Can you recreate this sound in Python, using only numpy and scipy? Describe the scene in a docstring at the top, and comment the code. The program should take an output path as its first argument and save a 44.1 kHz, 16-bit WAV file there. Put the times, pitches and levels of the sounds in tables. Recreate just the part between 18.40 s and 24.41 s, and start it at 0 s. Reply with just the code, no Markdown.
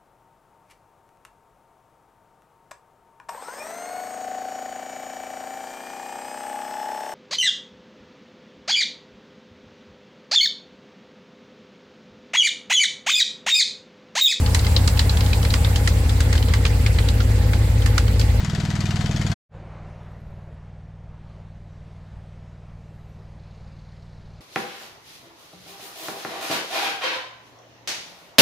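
"""A small engine-driven water pump chugs in a park: two puffs of gas and a burst of valve clatter a cycle.
The microphone stands close by at first, the ringing metal off to its left. The sound cuts off, and the
pump returns from far away, a soft hum straight ahead under a dying gust in the pines.
Two faint high whistles pass, and a dry rattle, perhaps an insect, grows near the end."""
import sys
import numpy as np
from scipy import signal
from scipy.fft import rfft, irfft, next_fast_len
from scipy.io import wavfile
from scipy.ndimage import uniform_filter1d, map_coordinates

SR = 44100
rng = np.random.default_rng(int(sys.argv[2]) if len(sys.argv) > 2 else 0)


def wav_record(signal):
    """Record a signal, one row per channel, as 16-bit PCM in the file named by sys.argv[1]."""
    frames = np.transpose(np.atleast_2d(signal))
    bounded = np.clip(frames, -1, 1)
    # unit amplitude maps onto the largest positive 16-bit level
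    quanta = np.round(bounded * 32767).astype(np.int16)
    wavfile.write(sys.argv[1], SR, quanta)


N = 264952
TIME = np.arange(N) / SR

# when the close and the distant microphone positions are heard: time_s, gain
NEAR_FADE = [(.928, 1), (.944, 0)]
FAR_FADE = [(1.09, 0), (1.11, .1), (1.155, 1)]
# spectra of low wind and of fine treetop hiss: frequency_hz, level_db
RUMBLE_SPECTRUM = [(8, -3), (22, -8.5), (45, -3.5), (80, -7), (130, -11.5), (200, -16), (300, -44),
                   (600, -71.5)]
HISS_SPECTRUM = [(3500, -25), (6500, -2), (8000, -6), (9800, 2), (11000, 0), (12200, 5), (13000, -11),
                 (14000, -17)]
# metal contacts in each engine cycle: after_firing_cycles, level_db, t60_s
VALVE_CONTACTS = [(.272, -.3, .045), (.405, -5, .09), (.895, -10, .06)]


def amp(db):
    """Decibels to gain."""
    return 10 ** (np.asarray(db) / 20)


def unit(x):
    """Scale to rms 1."""
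    return x / np.sqrt(np.mean(x ** 2) + 1e-20)


def along(points, hz):
    """Read (frequency_hz, value) points on a log axis."""
    knots_hz, values = np.transpose(points)
    return np.interp(np.log(hz + 1), np.log(knots_hz + 1), values)


def curve(points):
    """Read (time_s, value) points at every sample."""
    return np.interp(TIME, *np.transpose(points))


def wobble(rate):
    """A smooth random curve, rate knots a second."""
    return map_coordinates(rng.standard_normal(int(N * rate / SR) + 4), [TIME * rate])


def swell(peak_s, half_length_s):
    """A smooth bump from 0 to 1 and back."""
    return np.exp(-((TIME - peak_s) / half_length_s) ** 2)


def growing(start_s, rise_s, db, db_per_s):
    """A gain that fades in and keeps climbing."""
    return np.clip((TIME - start_s) / rise_s, 0, 1) * amp(db + db_per_s * (TIME - start_s))


def filtered(x, response):
    """x through a complex response of frequency."""
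    size = next_fast_len(N + SR // 2)
    return irfft(rfft(x, size) * response(np.fft.rfftfreq(size, 1 / SR)), size)[..., :N]


def coloured(x, spectrum):
    """x given a spectrum, at rms 1."""
    return unit(filtered(x, lambda hz: amp(along(spectrum, hz))))


def rush(spectrum, patchy_db):
    """Noise of rms 1 with drifting patches of gain."""
    bins = signal.stft(rng.standard_normal(N), nperseg=512)[2]
    patches = uniform_filter1d(rng.standard_normal(bins.shape), size=6, axis=0)
    patches = unit(uniform_filter1d(patches, size=14, axis=1))
    return coloured(signal.istft(bins * amp(patchy_db * patches), nperseg=512)[1][:N], spectrum)


def blows(turns, scatter_db):
    """One impulse of uneven size each time the count passes a whole number."""
    at = np.flatnonzero(np.diff(np.floor(turns)) > 0)
    train = np.zeros(N)
    train[at] = amp(scatter_db * rng.standard_normal(len(at)))
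    return train


def bursts(train, rise_s, t60_s):
    """The envelope that each impulse leaves: a quick rise and a decay."""
    t = TIME[:SR // 4]
    return signal.fftconvolve(train, (1 - np.exp(-t / rise_s)) * amp(-60 * t / t60_s))[:N]


def ebb(db_per_s):
    """A steady fall in dB, counted from the start of the distant scene."""
    return -db_per_s * (TIME - FAR_FADE[0][0])


def gust():
    """Wind strength in dB over the calm: one gust holds, then dies away."""
    held_db, hold_until_s, fall_db_per_s = 9.5, 1.32, 8.5
    return np.clip(held_db - fall_db_per_s * (TIME - hold_until_s), 0, held_db)


def wind_in_pines():
    """Air rumbles low down, rushes through the trees and hisses in the needles."""
    # spectra of the air in the trees and in the needles: frequency_hz, level_db
    breeze_spectrum = [(140, -18), (230, 2.5), (238, -15), (265, -3.5), (471, -1.5), (557, 0.5),
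                       (716, -1.5), (1500, -12.5), (2000, -14.5), (4000, -31.5), (5200, -49), (8800, -120)]
    needle_spectrum = [(1200, -1.5), (2300, 1), (3300, -3), (4500, -5.5), (6500, -10.5), (8000, -15),
                       (10000, -23), (12300, -39), (14000, -42)]
    # light stirs that reach only the crowns: peak_s, half_length_s, level_db
    stirs = [(2.92, 0.1, 0.8), (3.556, 0.72, 3.5), (5.7, 1.45, 4.5)]
    gust_db, eddy_db = gust(), .5 * wobble(4.97)
    stir_db = sum(db * swell(peak_s, half_length_s) for peak_s, half_length_s, db in stirs)
    breeze_gain = amp(-56 + .89 * gust_db + eddy_db)
    rumble = amp(-48 + .15 * gust_db + ebb(db_per_s=.5)) * rush(RUMBLE_SPECTRUM, patchy_db=3.5)
    breeze = breeze_gain * rush(breeze_spectrum, patchy_db=1.4)
    needles = amp(-68.5 + .52 * gust_db + stir_db + eddy_db) * rush(needle_spectrum, patchy_db=1.5)
    treetops = amp(-97 + 2.4 * stir_db) * np.array([rush(HISS_SPECTRUM, patchy_db=1.5) for _ in range(2)])
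    # near the end the air opens to both sides of the microphone
    side = breeze_gain * rush(breeze_spectrum, patchy_db=-1)
    side += amp(-49.5) * rush(RUMBLE_SPECTRUM, patchy_db=1)
    side *= growing(start_s=4.14, rise_s=.26, db=-31.5, db_per_s=9.5)
    return rumble + breeze + needles + treetops + np.array([side, -side])


def whistles():
    """Faint, fluttering tones arch high above the breeze and break into chirps, with a little hiss."""
    # thin whistles: start_s, length_s, top_hz, level_db
    arches = [(1.426, 0.81, 11700, -89), (4.25, 0.75, 11850, -89)]
    sag_hz, hiss_db = 2900, 3
    sound = np.zeros(N)
    for start_s, length_s, top_hz, db in arches:
        arch = 1 - np.clip(2 * (TIME - start_s) / length_s - 1, -1, 1) ** 2
        pitch_hz = (top_hz - sag_hz * (1 - arch)) * (1 + .01 * wobble(600) + .008 * wobble(30))
        flutter = wobble(90) * amp(2.5 * wobble(15))
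        tone = unit(flutter * np.sin(2 * np.pi * np.cumsum(pitch_hz) / SR))
        hiss = amp(hiss_db) * rush(HISS_SPECTRUM, patchy_db=2)
        sound += amp(db) * (arch ** .25 * tone + arch * hiss)
    return sound


def rattle():
    """Dry ticks at an uneven rate over a narrow buzz, perhaps an insect."""
    # the band of the buzz: frequency_hz, level_db
    buzz_spectrum = [(2500, -42), (3500, -4), (4200, 2), (4900, -2.5), (5600, -9.5), (7000, -11.5),
                     (8500, -54), (12000, -39)]
    ticks_per_s = 28 * amp(2 * wobble(25))
    ticks = blows(np.cumsum(ticks_per_s) / SR, scatter_db=1.8)
    envelope = .28 + bursts(ticks, rise_s=.003, t60_s=.045)
    gain = growing(start_s=4.5, rise_s=.57, db=-72, db_per_s=3.6)
    return gain * coloured(envelope * rng.standard_normal(N), buzz_spectrum)


def engine_cycles(speed, firing_s):
    """Engine cycles counted from one firing."""
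    turns = np.cumsum(curve(speed)) / SR
    return turns - np.interp(firing_s, TIME, turns)


def hum(turns, orders, unsteady_db, intake_lag, intake_share, shift_rad, pipe_order, half_width):
    """Exhaust and intake puff intake_lag cycles apart; orders lag as they pass the pipe's resonance."""
    note = np.zeros(N)
    for order, db in orders:
        puff_phase = np.angle(-1 - intake_share * np.exp(-2j * np.pi * order * intake_lag))
        phase = puff_phase + shift_rad - 2 * np.arctan((order - pipe_order) / half_width)
        note += amp(db + unsteady_db * wobble(7.5)) * np.cos(2 * np.pi * order * turns + phase)
    return unit(note)


def far_pump():
    """From afar only the low puffs reach the microphone, wavering and carried a little by the gust."""
    # engine speed: time_s, cycles_per_s
    speed = [(1.1, 19.43), (2.6, 19.43), (2.95, 19.59), (3.3, 19.47), (3.8, 19.46), (4.3, 19.38),
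             (5.1, 19.4), (5.35, 19.2), (5.7, 19.42)]
    # the exhaust note at a distance: cycle_rate_multiple, level_db
    exhaust_orders = [(1, -11), (2, -7), (3, -1), (4, -6), (5, 0), (6, -5), (7, -10), (8, -1), (9, -11),
                      (10, -14), (11, -13), (12, -24), (13, -27), (14, -27)]
    turns = engine_cycles(speed, firing_s=1.3053)
    note = hum(turns, exhaust_orders, unsteady_db=.5,
               intake_lag=.357, intake_share=.96, shift_rad=-2.52, pipe_order=9.7, half_width=.5)
    return amp(-40.5 + ebb(db_per_s=.5) + .13 * gust()) * note


def to_left(pair):
    """Place a stereo pair to the left of the microphone, at rms 1."""
    # balance of the close metal: frequency_hz, left_minus_right_db
    balance = [(150, 0.9), (360, 3), (660, 7), (1200, 6.5), (2180, 8.5), (3970, 6), (7230, 2.6),
               (13200, 6.7)]
    return unit(filtered(pair, lambda hz: amp(np.outer([.5, -.5], along(balance, hz)))))


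def engine_block(hz):
    """The response of the ringing block: resonances of alternating sign."""
    # block resonances: centre_hz, width_hz, level_db
    resonances = [(710, 120, 4), (964, 23, 1.5), (1470, 160, -5), (1980, 100, 15.5), (3120, 70, -7.5),
                  (4000, 37, -17.5), (4560, 170, 1), (5460, 66, -21), (6900, 100, -15), (7660, 30, -21)]
    return sum((-1) ** k * amp(db) * 1j * hz * width / (centre ** 2 - hz ** 2 + 1j * hz * width)
               for k, (centre, width, db) in enumerate(resonances))


def metal_modes(train, t60_s, count):
    """Each blow sets a new handful of the many close modes of the metal parts ringing."""
    t = TIME[:SR // 16]
    envelope = amp(-60 * t / t60_s) * np.minimum(t / .001, 1)
    sound = np.zeros((2, N + len(t)))
    for at in np.flatnonzero(train[:round(NEAR_FADE[-1][0] * SR)]):
        hz = rng.uniform(1200, 8000, (count, 1))
        sizes = rng.exponential(size=(2, count))
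        phase = rng.uniform(0, 2 * np.pi, (count, 1))
        sound[:, at:at + len(t)] += train[at] * sizes @ np.sin(2 * np.pi * hz * t + phase) * envelope
    return sound[:, :N] / np.sqrt(count)


def valve_clatter(turns, puffs):
    """Valve gear rattles over the steady churn of the pump and rings the block."""
    # spectrum of the clatter: frequency_hz, level_db
    clatter_spectrum = [(260, -14.5), (450, -6.5), (519, -7), (690, -4.5), (843, -7), (958, -6),
                        (1330, -4.5), (1450, -4), (2710, -8.5), (3040, -6), (4730, -10), (7580, -14),
                        (10200, -27), (12000, -25), (13600, -42.5)]
    # how alike left and right are at the microphone: frequency_hz, correlation
    likeness = [(300, -0.2), (600, 1), (1310, 1), (2820, 0.5), (6090, 0.9), (13200, -0.2)]
    # where the casing sings: cycle_rate_multiple, level_db
    casing_orders = [(25, -7), (32, -4.5), (33, -4.5), (35, -6), (37, -3), (39, -1), (49, 4.5), (51, -1),
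                     (77, -11)]
    churn_db, modes_db, ring_db, knock_db = -11, -7.5, -7, -13.5

    def mid_side_gains(hz):
        spread = np.arccos(np.clip(along(likeness, hz), -1, 1)) / 2
        return np.array([np.cos(spread), np.sin(spread)])

    trains = [amp(db) * blows(turns - delay, scatter_db=.9) for delay, db, _ in VALVE_CONTACTS]
    power = sum(bursts(train, rise_s=.0012, t60_s=t60_s) ** 2
                for train, (_, _, t60_s) in zip(trains, VALVE_CONTACTS))
    grit = np.sqrt(power + amp(churn_db) ** 2) * amp(1.5 * wobble(500)) * rng.standard_normal((2, N))
    grit += amp(modes_db) * metal_modes(trains[0], t60_s=.07, count=30)
    pair = coloured(grit, clatter_spectrum) + amp(ring_db) * unit(filtered(grit, engine_block))
    mid, side = filtered(pair, mid_side_gains)
    # knocks and casing repeat alike in every cycle, so they sound as tones among the noise
    knocks = unit(filtered(sum(trains), lambda hz: engine_block(hz) / (1 + 1j * hz / 900)))
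    casing = hum(turns, casing_orders, unsteady_db=-1, **puffs)
    mid += amp(knock_db) * (knocks + casing)
    return to_left(np.array([mid + side, mid - side]))


def valve_snap(turns):
    """The valve shuts with a short, bright tick on the first contact of each cycle."""
    # spectrum of the tick: frequency_hz, level_db
    snap_spectrum = [(1500, -30.5), (3000, -11), (4700, 4), (7500, -3), (10000, -21.5), (12200, -14.5),
                     (13600, -32)]
    shuts = blows(turns - VALVE_CONTACTS[0][0], scatter_db=2)
    grit = rng.standard_normal(N) + .5 * rng.standard_normal((2, N))
    return to_left(coloured(bursts(shuts, rise_s=.0004, t60_s=.02) * grit, snap_spectrum))


def exhaust_chuff(turns):
    """Gas rushes out of the pipe as the valve opens, a little ahead of the puff's peak."""
    # spectrum of the rushing gas: frequency_hz, level_db
    gas_spectrum = [(120, -22.5), (250, -1), (340, -6.5), (480, -6), (800, -18), (1400, -32), (3000, -63)]
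    envelope = bursts(blows(turns + .12, scatter_db=3), rise_s=.00053, t60_s=.1)
    return coloured(envelope * rng.standard_normal(N), gas_spectrum)


def near_pump():
    """Close by, the puffs thump and chuff and the metal clatters; wind stirs at each microphone port."""
    # engine speed: time_s, cycles_per_s
    speed = [(0, 19.5), (.3, 19.55), (.55, 19.65), (.9, 19.42)]
    # the exhaust note close up: cycle_rate_multiple, level_db
    exhaust_orders = [(1, -27), (2, -8), (3, -9), (4, -11), (5, 0), (6, -6), (7, -4), (8, -1), (9, -9),
                      (10, -7), (11, -9), (12, -18), (13, -17), (14, -21), (15, -32), (16, -18), (17, -26),
                      (18, -27), (19, -26), (20, -30), (21, -28)]
    puffs = dict(intake_lag=.381, intake_share=.52, shift_rad=-3.23, pipe_order=10.9, half_width=.9)
    hollow_hz, hollow_width_hz = 688, 150
    sway = swell(peak_s=.67, half_length_s=.33)  # the microphone sways once towards the pump
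    closer_db = 1.5 * sway
    turns = engine_cycles(speed, firing_s=.0326)
    thump = amp(-23.5 + closer_db) * hum(turns, exhaust_orders, unsteady_db=.83, **puffs)
    chuff = amp(-46.5 + closer_db) * exhaust_chuff(turns)
    gas = (thump + chuff) * amp([[.1], [-.1]])  # almost dead centre
    clatter = amp(-36 + .94 * closer_db) * valve_clatter(turns, puffs)
    snap = amp(-45.5) * valve_snap(turns)
    # a hollow ring of the casing comes and goes with the sway
    hollow = unit(filtered(clatter, lambda hz: 1 / (1 + 2j * (hz - hollow_hz) / hollow_width_hz)))
    port_wind = np.array([rush(RUMBLE_SPECTRUM, patchy_db=-.5), rush(RUMBLE_SPECTRUM, patchy_db=1)])
    return gas + clatter + snap + amp(-51) * sway * hollow + amp(-43.5) * port_wind


def scene():
    """The pump close up, a moment of silence, then the pump far off across the park."""
    distant = far_pump() + wind_in_pines() + rattle() + whistles()
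    return curve(NEAR_FADE) * near_pump() + curve(FAR_FADE) * distant


def record(dry):
    """The camera keeps nothing above its band limit."""
    top_hz = 14400
    return filtered(dry, lambda hz: 1 / np.sqrt(1 + (hz / top_hz) ** 120))


dry = scene()
out = record(dry)
wav_record(out)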